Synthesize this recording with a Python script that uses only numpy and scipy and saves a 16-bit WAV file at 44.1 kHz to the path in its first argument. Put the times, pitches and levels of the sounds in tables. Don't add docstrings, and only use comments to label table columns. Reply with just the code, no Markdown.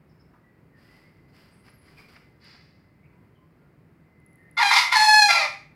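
import sys
import numpy as np
from scipy import signal
from scipy.fft import rfft, irfft
from scipy.io import wavfile
from scipy.ndimage import uniform_filter1d, minimum_filter1d

SR = 44100
rng = np.random.default_rng(int(sys.argv[2]) if len(sys.argv) > 2 else 0)


def output_pcm(signal):
    pcm = np.clip(np.atleast_2d(signal).T, -1, 1) * 32767
    wavfile.write(sys.argv[1], SR, np.round(pcm).astype(np.int16))


N = 253575
T = np.arange(N) / SR

# f/Hz, relative level/dB
RUMBLE_SPECTRUM = [(28, -45), (42, -12.5), (62, -6), (150, -0.5), (200, -6), (320, -9), (500, -16),
                   (750, -21.5), (1600, -24.5), (2150, -25.5), (3500, -42.5), (4800, -39.5), (6000, -49.5),
                   (11000, -47)]
KNOCK_SPECTRUM = [(300, -14), (700, -11), (1100, -3), (1500, -6), (2500, -30), (8000, -42)]
FEATHER_SPECTRUM = [(400, 5.5), (900, 1.5), (1500, 3.5), (2250, 1), (3000, -2), (3800, -9), (4900, 3),
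                    (5500, -9), (6300, -19), (8000, -16), (11000, -15.5), (16000, -20)]
WING_SPECTRUM = [(470, -44), (800, -6), (1280, -3), (1460, -2), (2040, 3), (2990, -4.5), (3250, -12),
                 (3530, 0), (3660, -26), (3800, -5), (4880, 5.5), (6200, -20.5), (14000, -32)]
QUILL_SPECTRUM = [(400, 5), (1100, 7.5), (2300, 12), (3500, -8), (5000, 2), (7000, -28), (16000, -41)]
TICK_SPECTRUM = [(3000, -33), (7000, -25.5), (10800, 3), (13000, -24), (16000, -20)]
# t/s, length/s, level/dB, T60/s
WHINE_SPELLS = [(.5, 1.97, -71.5, 6.5), (3.931, .55, -65, 6)]
# t/s, length/s, start f/Hz, end f/Hz, relative level/dB, warble as a fraction of f
FAR_CALLS = [(0.086, 0.054, 5400, 4880, -77.5, 0.041), (0.193, 0.037, 5100, 5170, -71.5, 0.038),
             (0.42, 0.12, 1960, 1950, -70, .004), (.72, 0.088, 1870, 1775, -67.5, 0.023),
             (0.824, 0.21, 1973, 2004, -66, 0.02), (1.015, 0.11, 2095, 2180, -70, 0.011),
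             (1.967, 0.045, 2440, 2380, -55.5, 0.052), (3.023, 0.057, 2300, 2390, -68.5, 0.06),
             (3.08, 0.22, 977, 986, -76.5, 0.0083), (3.341, 0.058, 3100, 3030, -79, 0.028),
             (3.364, 0.11, 1024, 1045, -73, .012), (3.566, 0.12, 1425, 1400, -78, .012),
             (4.373, 0.14, 1858, 1805, -64.5, 0.026)]
# t/s, length/s, level/dB, T60/s
FEATHER_STROKES = [(0.745, .12, -63.5, 1.3), (0.863, 0.12, -62.5, 0.68), (1.276, .025, -69.5, .3),
                   (1.318, 0.081, -58.5, 0.94), (1.63, 0.047, -60.5, 0.45), (1.79, 0.15, -61.5, 1.3),
                   (1.957, 0.054, -55, 0.28), (2.079, 0.018, -55.5, 0.22), (2.114, 0.024, -58.5, 0.52)]
# t/s, level/dB
QUILL_FLICKS = [(1.685, -51.5), (1.886, -55.5), (2.096, -73), (2.165, -47.5), (2.55, -53.5)]
# t/s, length/s, start f/Hz, end f/Hz, level/dB
HIGH_SQUEAKS = [(1.51, .115, 8500, 8490, -77), (1.516, 0.21, 10740, 10340, -78.5),
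                (1.69, 0.034, 10450, 11100, -69.5), (1.73, .045, 11100, 11750, -70),
                (1.772, 0.078, 9900, 10450, -72.5), (1.836, .045, 11100, 10700, -74)]
# t/s, relative level/dB
DRY_TICKS = [(2.4444, -52), (4.202, -55), (4.263, -44), (4.3308, -49), (4.357, -48.5), (4.5122, -46.5)]
# start t/s, catch t/s, break t/s, end t/s, time to crest/s, crest level/dB, end level/dB,
# high side f/Hz, its fall/(Hz/s), low side f/Hz, initial treble share/dB, low side weight at the
# catch/dB, rasp weight at the break/dB, rasp weight at the end/dB, time to part the beak/s
SQUAWK_CALLS = [(4.567, 4.611, 4.707, 4.905, 0.21, -18, -38, 823.5, 261.3, 701, -6.5, -10, 11, -12, 0.17),
                (4.914, 4.942, 5.287, 5.475, 0.21, -14, -24.5, 861.3, 34.46, 710.9, -4.5, -17.5, -8, -3.5, 0.011)]
# f/Hz, gain/dB
HIGH_TRACT = [(450, -35), (640, -21.5), (830, 3.5), (1000, 0.5), (1300, -42), (1600, -9), (1715, 4.5),
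              (2450, 1), (2600, -13.5), (3050, -4), (3400, -19.5), (4250, -2.5), (5100, -14), (6200, -18),
              (8000, -25.5), (10300, -30), (13500, -44)]
LOW_TRACT = [(450, -28.5), (620, -8.5), (1000, -12), (1380, 0), (1750, -10), (2120, 9), (2400, 2),
             (2850, -16.5), (3500, -1.5), (4200, -8.5), (4900, -12), (6500, -42), (10000, -33.5),
             (16000, -45)]
RASP_TRACT = [(240, -95), (400, -10.5), (562, -1), (697, -19), (949, 0), (1250, -9), (1400, -8),
              (1530, -16), (2120, 5), (3070, -19.5), (3420, -10.5), (4880, -8.5), (8500, -30.5),
              (10200, -26.5), (16000, -48)]
# f/Hz, gain/dB
TAUT_THROAT = [(650, -3), (850, 2.5), (1100, 3), (1650, 0), (2150, -1.5), (2430, -4), (2650, 0), (3300, 2),
               (4200, 1), (6200, -1.5), (9000, 0.5)]
SLACK_THROAT = [(520, -5), (630, 4.5), (850, 3.5), (1350, 1), (2100, -2), (2600, 3.5), (3400, -7.5),
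                (4500, 4), (6500, 2), (10000, -2.5)]
# delay/s, gain/dB
REFLECTIONS = [(.0043, -12), (.0091, -30.5), (.0168, -13), (.027, -10), (.041, -12.5)]
# f/Hz, T60/s
YARD_T60 = [(300, 0.39), (1000, 0.38), (2200, 0.45), (4500, 0.36), (8000, 0.38), (15000, 0.34)]

BAND_LIMIT_HZ = 15900
BREAK_S = .0024


def amp(db):
    return 10 ** (np.asarray(db) / 20)


def unit_rms(x):
    return x / np.sqrt(np.mean(x ** 2) + 1e-20)


def value_at(points, hz):
    f, value = np.transpose(points)
    return np.interp(np.log(hz + 1), np.log(f + 1), value)


def colour(x, points):
    log_gain = np.log(amp(value_at(points, abs(np.fft.fftfreq(4096, 1 / SR)))))
    taps = np.fft.ifft(np.exp(np.conj(signal.hilbert(log_gain)))).real
    return signal.oaconvolve(x, taps[:len(taps) // 2])[:len(x)]


def highpass(x, hz, order):
    return signal.sosfiltfilt(signal.butter(order, hz, "high", fs=SR, output="sos"), x)


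def noise(spectrum):
    return unit_rms(colour(rng.standard_normal(N), spectrum))


def wander(size, rate_hz):
    f = np.fft.rfftfreq(N, 1 / SR)
    spectrum = rfft(rng.standard_normal(N)) / np.sqrt(1 + (f / rate_hz) ** 8)
    return unit_rms(irfft(spectrum, N))[:size]


def sine(hz):
    return unit_rms(np.sin(2 * np.pi * np.cumsum(hz) / SR))


def step(t, at, width):
    return .5 + .5 * np.tanh((t - at) / (2 * width))


def fade(t, rise, fall):
    return np.clip((t - t[0]) / rise, 0, 1) * np.clip((t[-1] - t) / fall, 0, 1)


def envelope(start, length, db, t60, rise):
    return np.clip((T - start) / rise, 0, 1) * amp(db - 60 * np.maximum(T - start - length, 0) / t60)


def add(mix, start, sound):
    part = mix[max(round(start * SR), 0):][:len(sound)]
    part += sound[:len(part)]


def outdoors():
    rumble = amp(-57.5 + .5 * wander(N, 3)) * noise(RUMBLE_SPECTRUM)
    hum = amp(-68.5 + 1.5 * wander(N, 7.6)) * sine(157.7 * (1 + .045 * wander(N, 11.89)))
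    flicker = unit_rms(1 + .3 * wander(N, 40))
    spells = sum(envelope(*row, rise=.46) for row in WHINE_SPELLS)
    whine = spells * flicker * sine(2044 * (1 + .014 * wander(N, 140)))
    thin_whine = amp(-94) * sine(15000 * (1 + .001 * wander(N, 60)))
    return rumble + hum + whine + thin_whine


def small_birds():
    calls, warbling = np.zeros(N), wander(N, 230)
    for start, length, start_hz, end_hz, db, warble in FAR_CALLS:
        inside = (T >= start) & (T < start + length)
        hz = np.linspace(start_hz, end_hz, inside.sum()) * (1 + warble * warbling[inside])
        flicker = unit_rms(1 + .33 * wander(len(hz), 100))
        add(calls, start, amp(db) * sine(hz) * flicker * signal.windows.tukey(len(hz), .5))
    return calls


def knock():
    return noise(KNOCK_SPECTRUM) * envelope(start=.332, length=.019, db=-60, t60=.16, rise=.008)


def feathers():
    grains = rng.standard_normal(N) * amp(2 * wander(N, 420))
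    power = sum(envelope(start, length, db, t60, rise=.54 * length) ** 2
                for start, length, db, t60 in FEATHER_STROKES)
    slide = unit_rms(colour(grains, FEATHER_SPECTRUM)) * np.sqrt(power)
    flicks = sum(amp(db) * np.exp(-abs(T - at) / .0077) for at, db in QUILL_FLICKS)
    return slide + flicks * noise(QUILL_SPECTRUM)


def squeak(length, start_hz, end_hz, db):
    t = np.arange(0, length, 1 / SR)
    tone = sine(np.linspace(start_hz, end_hz, len(t)) * (1 + .0174 * wander(len(t), 340)))
    return amp(db + 2.8 * wander(len(t), 60)) * tone * fade(t, rise=.0089, fall=.017)


def wing():
    hiss = colour(rng.standard_normal(N) * amp(1.1 * wander(N, 330)), WING_SPECTRUM)
    reflection = .21 * np.interp(T - .00232, T, hiss)
    sweep = envelope(start=2.397, length=.1, db=-53.5, t60=.83, rise=.059)
    return unit_rms(hiss + reflection) * sweep


def ticks():
    snaps = sum(amp(db - 7.5) * np.exp(-abs(T - at - .001) / .00086) for at, db in DRY_TICKS)
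    return snaps * noise(TICK_SPECTRUM)


def syrinx_pitches(age, since_catch, slack, high_hz, fall_hz_per_s, low_hz):
    overshoot = .16 * (1 - step(since_catch, at=.011, width=.0019))
    high = high_hz * (1 + overshoot) - fall_hz_per_s * since_catch - 55.28 * slack
    low = low_hz - 24.02 * slack - 98.1 * step(age, at=.487, width=.015)
    waver = 1 + .0042 * wander(len(age), 30.4)
    return high * waver, low


def syrinx_weights(t, catch, crack, end, yelp, clear_low_db, break_rasp_db, end_rasp_db):
    opening = 1 - step(t, catch - .011, width=.0022)
    broken = step(t, crack, BREAK_S)
    clear = 1 - np.maximum(opening, broken)
    clearing = clear * amp(-130 * np.maximum(t - catch, 0))
    high = clear + broken * amp(2 - 107 * np.maximum(t - crack, 0))
    low = opening + clearing * amp(clear_low_db) + broken
    final_rasp = broken * np.interp(t, [crack, end], amp([break_rasp_db, end_rasp_db]))
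    rasp = opening * amp(-4.5) + yelp * amp(1.5) + clearing * amp(-6) + final_rasp
    total = np.sqrt(high ** 2 + low ** 2 + rasp ** 2)
    return high / total, low / total, rasp / total


def membrane(hz, jitter, shimmer, rate_hz, harmonics):
    cycles = np.cumsum(hz * (1 + jitter * wander(len(hz), rate_hz))) / SR
    pulses = sum(np.cos(2 * np.pi * k * cycles) * (k * hz < BAND_LIMIT_HZ)
                 for k in range(1, harmonics + 1))
    return pulses * (1 + shimmer * wander(len(hz), rate_hz)), cycles


def syrinx_and_tract(high_hz, low_hz, high, low, rasp):
    high_pulses, cycles = membrane(high_hz, jitter=.0058 + .008 * rasp, shimmer=.1 + .25 * rasp,
                                   rate_hz=150, harmonics=15)
    low_pulses, _ = membrane(low_hz, jitter=.0092, shimmer=.25, rate_hz=170, harmonics=26)
    airflow = .4 + np.exp(-(cycles % 1) / .3)
    puffs = rng.standard_normal(len(cycles)) * airflow * amp(1.4 * wander(len(cycles), 160))
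    breath = colour(puffs, RASP_TRACT)
    hiss = amp(-29.5) * unit_rms(highpass(breath, 7400, order=4))
    high_tone = unit_rms(colour(high_pulses, HIGH_TRACT))
    low_tone = unit_rms(colour(low_pulses, LOW_TRACT))
    return high * (high_tone + hiss) + low * low_tone + rasp * unit_rms(breath)


def throat(voice, slack):
    taut = colour(highpass(voice, 720, order=8), TAUT_THROAT)
    loose = colour(highpass(voice, 520, order=8), SLACK_THROAT)
    return (1 - slack) * taut + slack * loose + amp(-28) * voice


def beak(voice, treble_db, shut):
    treble = highpass(voice, 2370, order=3)
    share = amp(np.minimum(treble_db, -1))
    radiated = np.sqrt(1 - share ** 2) * unit_rms(voice - treble) + share * unit_rms(treble)
    return radiated + (amp(-3 * shut) - 1) * highpass(radiated, 5300, order=5)


def squawk(start, catch, crack, end, crest_after, crest_db, end_db, high_hz, fall_hz_per_s, low_hz,
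           start_treble_db, clear_low_db, break_rasp_db, end_rasp_db, parting_s):
    t = np.arange(start, end, 1 / SR)
    age, length = t - start, end - start
    yelp = np.exp(-((t - catch) / .015) ** 2)
    burst = step(t, crack, BREAK_S) * np.exp(-((t - crack) / .025) ** 2)
    swell_db = np.interp(age, [0, crest_after, length], [crest_db - 5, crest_db, end_db])
    attack_db = -17 * np.maximum(1 - age / .013, 0)
    tremble_db = 1.62 * wander(len(t), 43.6)
    effort_db = swell_db + attack_db + tremble_db + 3 * yelp + 2 * burst
    gape_db = np.interp(age / length, [0, .73, 1], [start_treble_db, -3, -11])
    slack = step(age, at=.345, width=.034)
    pitches = syrinx_pitches(age, t - catch, slack, high_hz, fall_hz_per_s, low_hz)
    weights = syrinx_weights(t, catch, crack, end, yelp, clear_low_db, break_rasp_db, end_rasp_db)
    voice = throat(syrinx_and_tract(*pitches, *weights), slack)
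    cry = beak(voice, treble_db=gape_db - 6.5 * yelp - 4 * burst, shut=np.maximum(1 - age / parting_s, 0))
    return amp(effort_db) * cry * fade(t, rise=.003, fall=.012)


def near_echoes(x):
    echoes = np.zeros(N)
    for delay, db in REFLECTIONS:
        add(echoes, delay, amp(db) * x)
    return echoes


def yard(x, echoes_per_s=3000, build_up_s=.05):
    taps = rng.choice([-1., 1.], SR) * (rng.random(SR) < echoes_per_s / SR)
    hz, t, bands = signal.stft(taps, SR, nperseg=256)
    decay = amp(-60 * t / value_at(YARD_T60, hz)[:, None])
    tail = signal.istft(bands * decay, SR, nperseg=256)[1]
    tail *= np.clip(np.arange(len(tail)) / SR / build_up_s, 0, 1)
    return signal.fftconvolve(x, tail / np.linalg.norm(tail))[:N]


def scene():
    squawks = np.zeros(N)
    handling = feathers() + wing() + ticks() + knock()
    for start, *shape in SQUAWK_CALLS:
        add(squawks, start, squawk(start, *shape))
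    for start, *shape in HIGH_SQUEAKS:
        add(handling, start, squeak(*shape))
    near, far = squawks + handling, small_birds()
    reverberation = yard(amp(-7.5) * near + amp(-3.5) * far)
    return (near + near_echoes(squawks) + amp(2) * far + reverberation + outdoors())[None]


def record(dry, ceiling=.67):
    peak = -minimum_filter1d(-abs(dry[0]), size=400)
    gain = uniform_filter1d(np.minimum(1, ceiling / (peak + 1e-9)), size=300)
    lowpass = signal.firwin(511, BAND_LIMIT_HZ, window=("kaiser", 9), fs=SR)
    return signal.oaconvolve(dry * gain, lowpass[None], "same")


dry = scene()
out = record(dry)
output_pcm(out)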